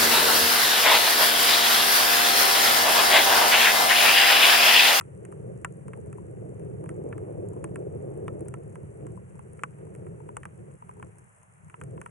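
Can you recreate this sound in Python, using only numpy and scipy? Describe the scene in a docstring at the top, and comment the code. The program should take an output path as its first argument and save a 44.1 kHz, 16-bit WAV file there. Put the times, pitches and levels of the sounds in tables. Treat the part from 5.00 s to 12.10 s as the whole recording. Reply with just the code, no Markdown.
"""Gusts of wind buffet a sheltered stereo microphone in open desert during light rain.
The wind is noise in two broad low bands and a higher roar, each swelling with a table of wind strength.
Single drops tap the microphone's housing: impulses excite its modes, and noise bursts form the splash.
Behind them lies distant rain: a fine steady hiss, with small ticks and pats on brush and sand."""
import sys
import numpy as np
from scipy import signal
from scipy.fft import rfft, irfft, next_fast_len
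from scipy.io import wavfile
from scipy.ndimage import uniform_filter1d

SR = 44100
rng = np.random.default_rng(int(sys.argv[2]) if len(sys.argv) > 2 else 0)


def inscribe(sig):
    """Save sig as 16-bit PCM at rate SR to the path in sys.argv[1].

    A 1-D sig is mono; a 2-D sig holds one channel per row.
    Samples are clipped to [-1, 1] before scaling.
    """
    pcm = np.round(np.clip(np.atleast_2d(sig).T, -1, 1) * 32767)
    wavfile.write(sys.argv[1], SR, pcm.astype(np.int16))


N = 313231  # length [samples]
EDGE_HZ = 16000  # upper band limit of the whole sound
TAPS = 2048  # length of one hit [samples]
HZ = np.fft.rfftfreq(TAPS, 1 / SR)
AGE = np.arange(TAPS) / SR  # time since impact [s]


def amp(db):
    """Level to amplitude: 20 dB is a factor of ten."""
    return 10 ** (np.asarray(db) / 20)


def evened(x):
    """Power normalisation: scales to rms 1."""
    return x / np.sqrt(np.mean(x ** 2) + 1e-20)


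def struck(x, size=220):
    """Onset normalisation: scales a hit to rms 1 over its first samples (5 ms by default)."""
    return x / np.sqrt(np.mean(x[..., :size] ** 2) + 1e-20)


def read(points, hz):
    """Logarithmic frequency scale: interpolates a table along it."""
    f, value = np.transpose(points)
    return np.interp(np.log(hz + 1), np.log(f + 1), value)


def sides(db):
    """Interchannel level difference: left and right gains, positive towards the left."""
    gains = amp([[db / 2], [-db / 2]])
    return evened(gains)


def add(mix, s, sound):
    """Linear superposition: adds a stereo sound at time s."""
    part = mix[:, max(round(s * SR), 0):][:, :sound.shape[1]]
    part += sound[:, :part.shape[1]]


def delayed(x, s):
    """Time delay: the same stereo hit, s seconds later."""
    return np.pad(x, ((0, 0), (int(abs(s) * SR), 0)))[:, :TAPS]


def causal(db):
    """Minimum phase: the impulse with this spectrum whose energy comes earliest."""
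    log_gain = np.log(amp(np.concatenate([db, db[-2:0:-1]])))
    min_phase_spectrum = np.exp(np.conj(signal.hilbert(log_gain)))
    return np.fft.ifft(min_phase_spectrum).real


def ripple(size=24):
    """Random spectral colouration: chance peaks and dips of rms 1, so that no two hits sound alike."""
    smooth = uniform_filter1d(rng.standard_normal(len(HZ)), size)
    return evened(uniform_filter1d(smooth, size))


def wander(rate_hz):
    """Band-limited random modulation: slow noise of rms 1, moving up to about the given rate."""
    size = next_fast_len(N)
    hz = np.fft.rfftfreq(size, 1 / SR)
    slow = rfft(rng.standard_normal(size)) / (1 + (hz / rate_hz) ** 4)
    return evened(irfft(slow, size)[:N])


def noise_pair(spectrum, likeness, lead=((1, 0), (2, 0))):
    """Partial coherence: coloured noise at two ports, partly shared, the left one leading in phase."""
    size = next_fast_len(N)
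    hz = np.fft.rfftfreq(size, 1 / SR)
    left, other = rfft(rng.standard_normal((2, size)))
    same = np.clip(read(likeness, hz), -.99, .99)
    right = same * left + np.sqrt(1 - same ** 2) * other
    right = right * np.exp(-1j * read(lead, hz))
    return irfft(np.array([left, right]) * amp(read(spectrum, hz)), size)[:, :N]


def low_pass(x, hz):
    """Linear-phase filtering: a steep low-pass on both channels."""
    kernel = signal.firwin(511, hz, window=("kaiser", 9), fs=SR)
    return signal.oaconvolve(x, kernel[None], "same")


# Wind strength, rising and falling in gusts: (time [s], level [dB])
GUST_STRENGTH = [(0.0, -53), (0.44, -41.5), (0.79, -48.5), (0.87, -43.0), (1.26, -45.5), (2.12, -37),
                 (3.03, -40), (3.08, -37.0), (3.43, -39.5), (3.52, -43.0), (3.97, -48.5), (4.01, -42),
                 (4.26, -51.5), (4.76, -53.5), (4.8, -46.5), (5.09, -45.0), (5.56, -55), (5.61, -50),
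                 (5.75, -51.5), (5.78, -66), (6.04, -48.5), (6.07, -56.5), (6.31, -67.5), (6.64, -65),
                 (6.78, -62.5), (6.83, -45), (6.99, -45.0), (7.1, -63)]
# Relative spectra of the low buffeting, the rush and the roar: (frequency [Hz], density [dB per Hz])
BUFFET_SPECTRUM = [(22, -33), (42, -39), (65, -13.5), (100, -1), (135, 2), (180, -2), (215, -11),
                   (255, -24.5), (340, -36.5), (700, -68.5), (5000, -140)]
RUSH_SPECTRUM = [(130, -37), (215, -15.5), (260, -14.5), (320, -3.5), (410, 1), (500, -3.5), (600, -11.5),
                 (750, -22.5), (1000, -38.5), (2600, -51.5), (6000, -120)]
ROAR_SPECTRUM = [(400, -22), (650, 8), (850, 0), (1200, -6), (2500, -34.5), (3500, -38), (6000, -93)]
GUST_REF_DB = -45  # strength of a middling gust
# level at a middling gust [dB], and its rise [dB per dB of wind strength]
BUFFET_DB, BUFFET_FOLLOW = -44, 0.54
ROAR_DB, ROAR_FOLLOW = -75, 1.65
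RUSH_DB = -49.5  # the rush follows the wind strength dB for dB
STALL_DB, STALL_WIDTH_DB = -65.5, 1.0  # wind strength below which the flow dies down
LUMP_DB, LUMP_HZ = 1.5, 8  # rms depth and rate of the lumps in the buffeting
FLUTTER_DB, FLUTTER_HZ = 1.63, 8.3  # the same for the flutter of the rush


def wind():
    """Flow noise: low buffeting, a hollow rush and a higher roar grow at different rates with the wind."""
    gust_db = np.interp(np.arange(N) / SR, *np.transpose(GUST_STRENGTH))
    excess_db = gust_db - GUST_REF_DB
    flowing = 1 / (1 + np.exp((STALL_DB - gust_db) / STALL_WIDTH_DB))
    buffet_db = BUFFET_DB + BUFFET_FOLLOW * excess_db + LUMP_DB * wander(LUMP_HZ)
    buffet = turbulence(BUFFET_SPECTRUM, buffet_db, eddy_db=0.6, eddy_hz=25)
    rush_db = RUSH_DB + excess_db + FLUTTER_DB * wander(FLUTTER_HZ)
    rush = turbulence(RUSH_SPECTRUM, rush_db, eddy_db=1.77, eddy_hz=29.2)
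    roar_db = ROAR_DB + ROAR_FOLLOW * excess_db
    roar = turbulence(ROAR_SPECTRUM, roar_db, eddy_db=1.5, eddy_hz=50)
    return buffet * np.sqrt(flowing) * sides(0.23) + rush * flowing ** 2 + roar


# Left-right correlation of the wind noise: (frequency [Hz], coefficient [share])
WIND_COHERENCE = [(50, 0.88), (230, 0.6), (350, 1), (550, 1), (900, 0.53), (2500, 0.45)]
# Phase by which the left port hears the wind earlier: (frequency [Hz], lead [rad])
WIND_LEAD = [(20, .1), (70, 0.55), (140, 0.57), (260, 1.36), (420, 1.87), (600, 2.06), (900, 1.92),
             (3000, 3.9)]


def turbulence(spectrum, level_db, eddy_db, eddy_hz, size=4400):
    """Amplitude modulation: the gusts set a noise band's slow swell, and quick eddies shake it."""
    air = noise_pair(spectrum, WIND_COHERENCE, WIND_LEAD) * amp(eddy_db * wander(eddy_hz))
    power = uniform_filter1d(air.mean(0) ** 2, size)  # size is about 0.1 s
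    swell = np.sqrt(uniform_filter1d(power, size // 2) + 1e-20)
    return air / swell * amp(level_db)


# Distinct drops, levels before the near gain:
# (time [s], knock level [dB], tone of the struck spot [Hz], splash level [dB])
DISTINCT_DROPS = [(0.0109, -40, 1210, -48.5), (0.2512, -52.5, 2160, -50), (0.3245, -51.5, 1130, -55.5),
                  (0.647, -27.5, 1300, -38.5), (0.882, -50, 1190, -52), (0.934, -44.5, 1520, -60),
                  (1.1285, -50, 1380, -54.5), (1.8406, -54.5, 920, -55), (1.86, -52.5, 1130, -61),
                  (1.892, -44, 1630, -49), (2.127, -41.5, 1510, -62), (2.1801, -51, 1480, -55),
                  (2.4875, -72, 1150, -54), (2.6422, -39, 1250, -42.5), (2.7584, -41, 1620, -49),
                  (3.2807, -36.5, 1130, -53.5), (3.4073, -60, 1070, -53.5), (3.484, -56, 1280, -46),
                  (3.5404, -41, 1220, -51.5), (3.7562, -47, 1270, -57), (4.0673, -53.5, 1160, -54),
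                  (4.3926, -51.5, 960, -61), (4.533, -76, 1530, -54), (4.5932, -50.5, 1540, -64),
                  (4.6354, -25.5, 1210, -42.5), (4.9505, -55, 1910, -55), (5.0671, -55.5, 1230, -66),
                  (5.29, -50, 810, -61), (5.3682, -36.5, 970, -40.5), (5.4326, -45, 1760, -56),
                  (5.454, -39.5, 1120, -51), (5.8232, -56, 804, -74), (5.8928, -53, 770, -61),
                  (5.912, -59, 1250, -62), (5.998, -56.5, 900, -66), (6.0268, -42, 1200, -58.5),
                  (6.1851, -65, 1520, -55.5), (6.6985, -52.5, 1660, -58.5), (6.7418, -45.5, 990, -73),
                  (6.8137, -41.5, 1310, -53.5), (6.8372, -58, 1880, -49), (6.9774, -52.5, 910, -72),
                  (7.015, -43.5, 1300, -48), (7.0617, -41, 1230, -55.5)]


def distinct_drops():
    """Discrete impacts: each listed drop strikes the housing at its own time and spot."""
    out = np.zeros((2, N))
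    for s, *landing in DISTINCT_DROPS:
        add(out, s, drop(*landing))
    return out


# Light drops; rows are knock level [dB], tone [Hz], splash level [dB], before panning and near gain:
# (typical [row's unit], spread either way [row's unit])
LIGHT_DROPS = [(-66, 7.7), (1151.5, 410), (-61.5, 4.6)]
DRIZZLE_PER_S = 3.2  # mean rate of the light drops
DRIZZLE_PAN_DB = 9  # their mean added shift to the left


def drizzle(scatter_db=5, count=64):
    """Irregular arrivals: light drops reach the housing at uneven intervals, each on its own spot."""
    out = np.zeros((2, N))
    middle, spread = np.transpose(LIGHT_DROPS)
    for k, (when, side, *chance) in enumerate(rng.uniform(-1, 1, (count, 5))):
        s = (k + .5 + when) / DRIZZLE_PER_S
        if s < N / SR:
            landing = middle + spread * chance
            add(out, s, drop(*landing) * sides(DRIZZLE_PAN_DB + scatter_db * side))
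    return out


CENTRE_DB, LEAN = -32, 0.23  # drops this strong land mid-housing; lighter ones lean right [dB per dB]


def drop(knock_db, tone_hz, splash_db, ring_db=-9.5, lag_s=.0003):
    """Impact excitation: the splash comes first, then the housing knocks, rocks and rings briefly."""
    tap = amp(knock_db) * struck(knock(tone_hz) + amp(ring_db) * ring(tone_hz))
    pan_db = LEAN * (max(knock_db, splash_db) - CENTRE_DB)
    hit = delayed(tap, lag_s) + amp(splash_db) * splash(knock_db)
    return hit * sides(pan_db) + delayed(sway(knock_db, tone_hz), lag_s)


# Relative spectrum of the knock: (frequency [Hz], level [dB])
KNOCK_SPECTRUM = [(100, -26.5), (350, -7), (750, -5.5), (1100, 4), (1450, 2), (1900, 0), (2600, 2),
                  (3100, -6.5), (4000, -28), (6000, -71)]
# Right port relative to the left for a drop, shaded in the treble: (frequency [Hz], level [dB])
RIGHT_SHADE = [(400, 12), (1100, -1), (2000, 0), (3000, -5.5), (8000, -7.5)]


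def knock(tone_hz, tone_db=10, width_octaves=0.79, roughness=0.42):
    """Impulse response: a push coloured by the spot; a fainter repeat at a random short delay roughens it."""
    spot = tone_db * np.exp(-(np.log2(HZ / tone_hz + 1e-300) / width_octaves) ** 2)
    colour = read(KNOCK_SPECTRUM, HZ) + spot + 2 * ripple(size=12)
    push = struck(np.array([causal(colour), causal(colour + read(RIGHT_SHADE, HZ))]))
    return push + roughness * delayed(push, rng.uniform(0.0012, 0.00394))


# Typical modes of the housing: (frequency [Hz], relative level [dB], decay time by 60 dB [s])
HOUSING_MODES = [(496, 2, 0.025), (745, -26, 0.041), (860, -9, 0.052), (1001, -2.5, 0.046),
                 (1130, -8.5, 0.057), (1280, -9, 0.04), (1356, -1, 0.049), (1560, 2, 0.023),
                 (1803, -8.5, 0.044), (2190, -5.5, 0.026), (2340, -10.5, 0.031), (2770, -12.5, 0.038)]


def ring(tone_hz, focus_db=5, rise_s=0.0019):
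    """Modal resonance: the landing spot decides how strongly each decaying mode rings at each port."""
    hz, db, t60 = np.transpose(HOUSING_MODES)[:, :, None]
    hz = hz * (1 + 0.022 * rng.standard_normal(hz.shape))
    db = db - focus_db * np.log2(hz / tone_hz) ** 2 + 1.7 * rng.standard_normal(hz.shape)
    db = np.array([db, db + read(RIGHT_SHADE, hz)])
    phase = rng.random((2, len(hz), 1))  # [cycles]
    modes = amp(db - 60 * AGE / t60) * np.sin(2 * np.pi * (hz * AGE + phase))
    return struck(modes.sum(1) * (1 - np.exp(-AGE / rise_s)) ** 2, size=500)


# Relative spectrum of a splash, also of a tick on brush: (frequency [Hz], level [dB])
SPLASH_SPECTRUM = [(2500, -41), (4300, -32), (5300, -14.5), (6600, -3), (8000, 4.5), (9500, 7), (10900, 1),
                   (11700, -18.5), (15500, -43.5)]


def splash(knock_db, heavy=0.45, spray=0.095, spray_s=0.0028):
    """Decaying noise burst: a wet tick and a spray; heavy drops slap lower, light ones fizz higher."""
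    droplets = (AGE == 0) + spray * rng.standard_normal((2, TAPS)) * np.exp(-AGE / spray_s)
    # heavy: slope [dB per octave, per dB of knock]
    tilt = -heavy * (knock_db + 53) * np.log2(np.clip(HZ, 5000, 11000) / 8000)
    fizz = read(SPLASH_SPECTRUM, HZ) + tilt + 3 * ripple(size=40)
    burst = np.array([causal(fizz), causal(fizz + read(RIGHT_SHADE, HZ))])
    return struck(signal.fftconvolve(droplets, burst, axes=1)[:, :TAPS])


SWAY_HZ, SWAY_T60_S, SWAY_RISE_S = 940, 0.024, 0.00089  # typical pitch, decay and rise of the mode
# level for a knock of CENTRE_DB on a spot of SWAY_HZ, before the near gain; its rise [dB per dB of knock]
SWAY_DB, SWAY_FOLLOW = -31.5, 0.54
SWAY_DB_PER_OCTAVE = -16  # change as the struck spot gets brighter


def sway(knock_db, tone_hz, detune=0.073):
    """Antisymmetric mode: drops on dull spots rock the two ports in opposition, a short wide pip."""
    hz = SWAY_HZ * (1 + detune * rng.standard_normal())
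    dullness_db = SWAY_DB_PER_OCTAVE * np.log2(tone_hz / SWAY_HZ)
    db = SWAY_DB + SWAY_FOLLOW * (knock_db - CENTRE_DB) + dullness_db
    envelope = (1 - np.exp(-AGE / SWAY_RISE_S)) * amp(-60 * AGE / SWAY_T60_S)
    pip = envelope * np.sin(2 * np.pi * hz * AGE)
    return amp(db) * struck(np.array([pip, -pip]))


# Relative spectra of the rain hiss and of soft pats on brush and sand: (frequency [Hz], level [dB])
HISS_SPECTRUM = [(60, 3), (250, -16), (400, -1), (850, 2.5), (1400, -2), (2000, -5), (2800, -12.5),
                 (3600, -31), (4200, -38), (4900, -37.5), (6000, -21), (7500, -14), (9500, -8.5),
                 (11000, -16)]
PAT_SPECTRUM = [(200, -22), (900, -3), (1600, -1.5), (2500, -6.5), (3200, -20.5), (4000, -36.5),
                (6000, -63.5)]
# Left-right correlation of the hiss: (frequency [Hz], coefficient [share])
HISS_COHERENCE = [(100, 0.36), (400, -0.084), (900, -0.53), (2500, -0.4), (5500, 0.34), (11000, 0.049)]
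HISS_DB = -61.5  # hiss level before its slow wavering
TOP_HZ = 11120  # upper limit of the steady hiss, ticks and pats as heard


def far_rain():
    """Dense superposition: far drops merge into hiss; those on nearby brush stay ticks and pats."""
    hiss = evened(noise_pair(HISS_SPECTRUM, HISS_COHERENCE)) * amp(0.39 * wander(7.6))
    ticks = amp(-72.0) * patter(SPLASH_SPECTRUM, per_s=240, spread_db=5.0, colour_db=3) * sides(8.5)
    pats = amp(-77.5) * patter(PAT_SPECTRUM, per_s=40, spread_db=-1.0, colour_db=3.5)
    return low_pass(amp(HISS_DB) * hiss + ticks + pats, min(TOP_HZ, EDGE_HZ))


def patter(spectrum, per_s, spread_db, colour_db, count=12, size=300):
    """Random impulse train: uneven small drops on a dozen surfaces, each with its colour and place."""
    out = np.zeros((2, N + size))  # size: candidate drops per surface, and samples per tick
    chance = per_s * N / SR / count / size
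    for place in rng.permutation(np.linspace(.1, .9, count)):
        at = rng.integers(0, N, size)
        falls, weight = rng.random((2, size))
        strength = amp(spread_db * np.minimum(-np.log(1 - weight), 3.5)) * (falls < chance)
        scatter = rng.standard_normal((2, TAPS)) * np.exp(-AGE / 0.0017) * 0.25 + (AGE == 0)
        surface = causal(read(spectrum, HZ) + colour_db * ripple())
        tick = evened(signal.fftconvolve(scatter, surface[None])[:, :size])
        for port, share in enumerate([place, 1 - place]):
            hits = np.outer(strength, tick[port]) * np.sqrt(share)
            np.add.at(out[port], at[:, None] + np.arange(size), hits)
    return evened(out[:, :N])


def scene():
    """Superposition of sources: wind, drops that hit the microphone (near gain 0.5 dB) and far rain."""
    near = distinct_drops() + drizzle()
    return wind() + amp(.5) * near + far_rain()


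def record(dry):
    """Band limiting: the microphone's low cut at 40 Hz and the upper band limit of the whole sound."""
    low_cut = signal.butter(4, 40, "highpass", fs=SR, output="sos")
    return low_pass(signal.sosfilt(low_cut, dry), EDGE_HZ)


dry = scene()
out = record(dry)
inscribe(out)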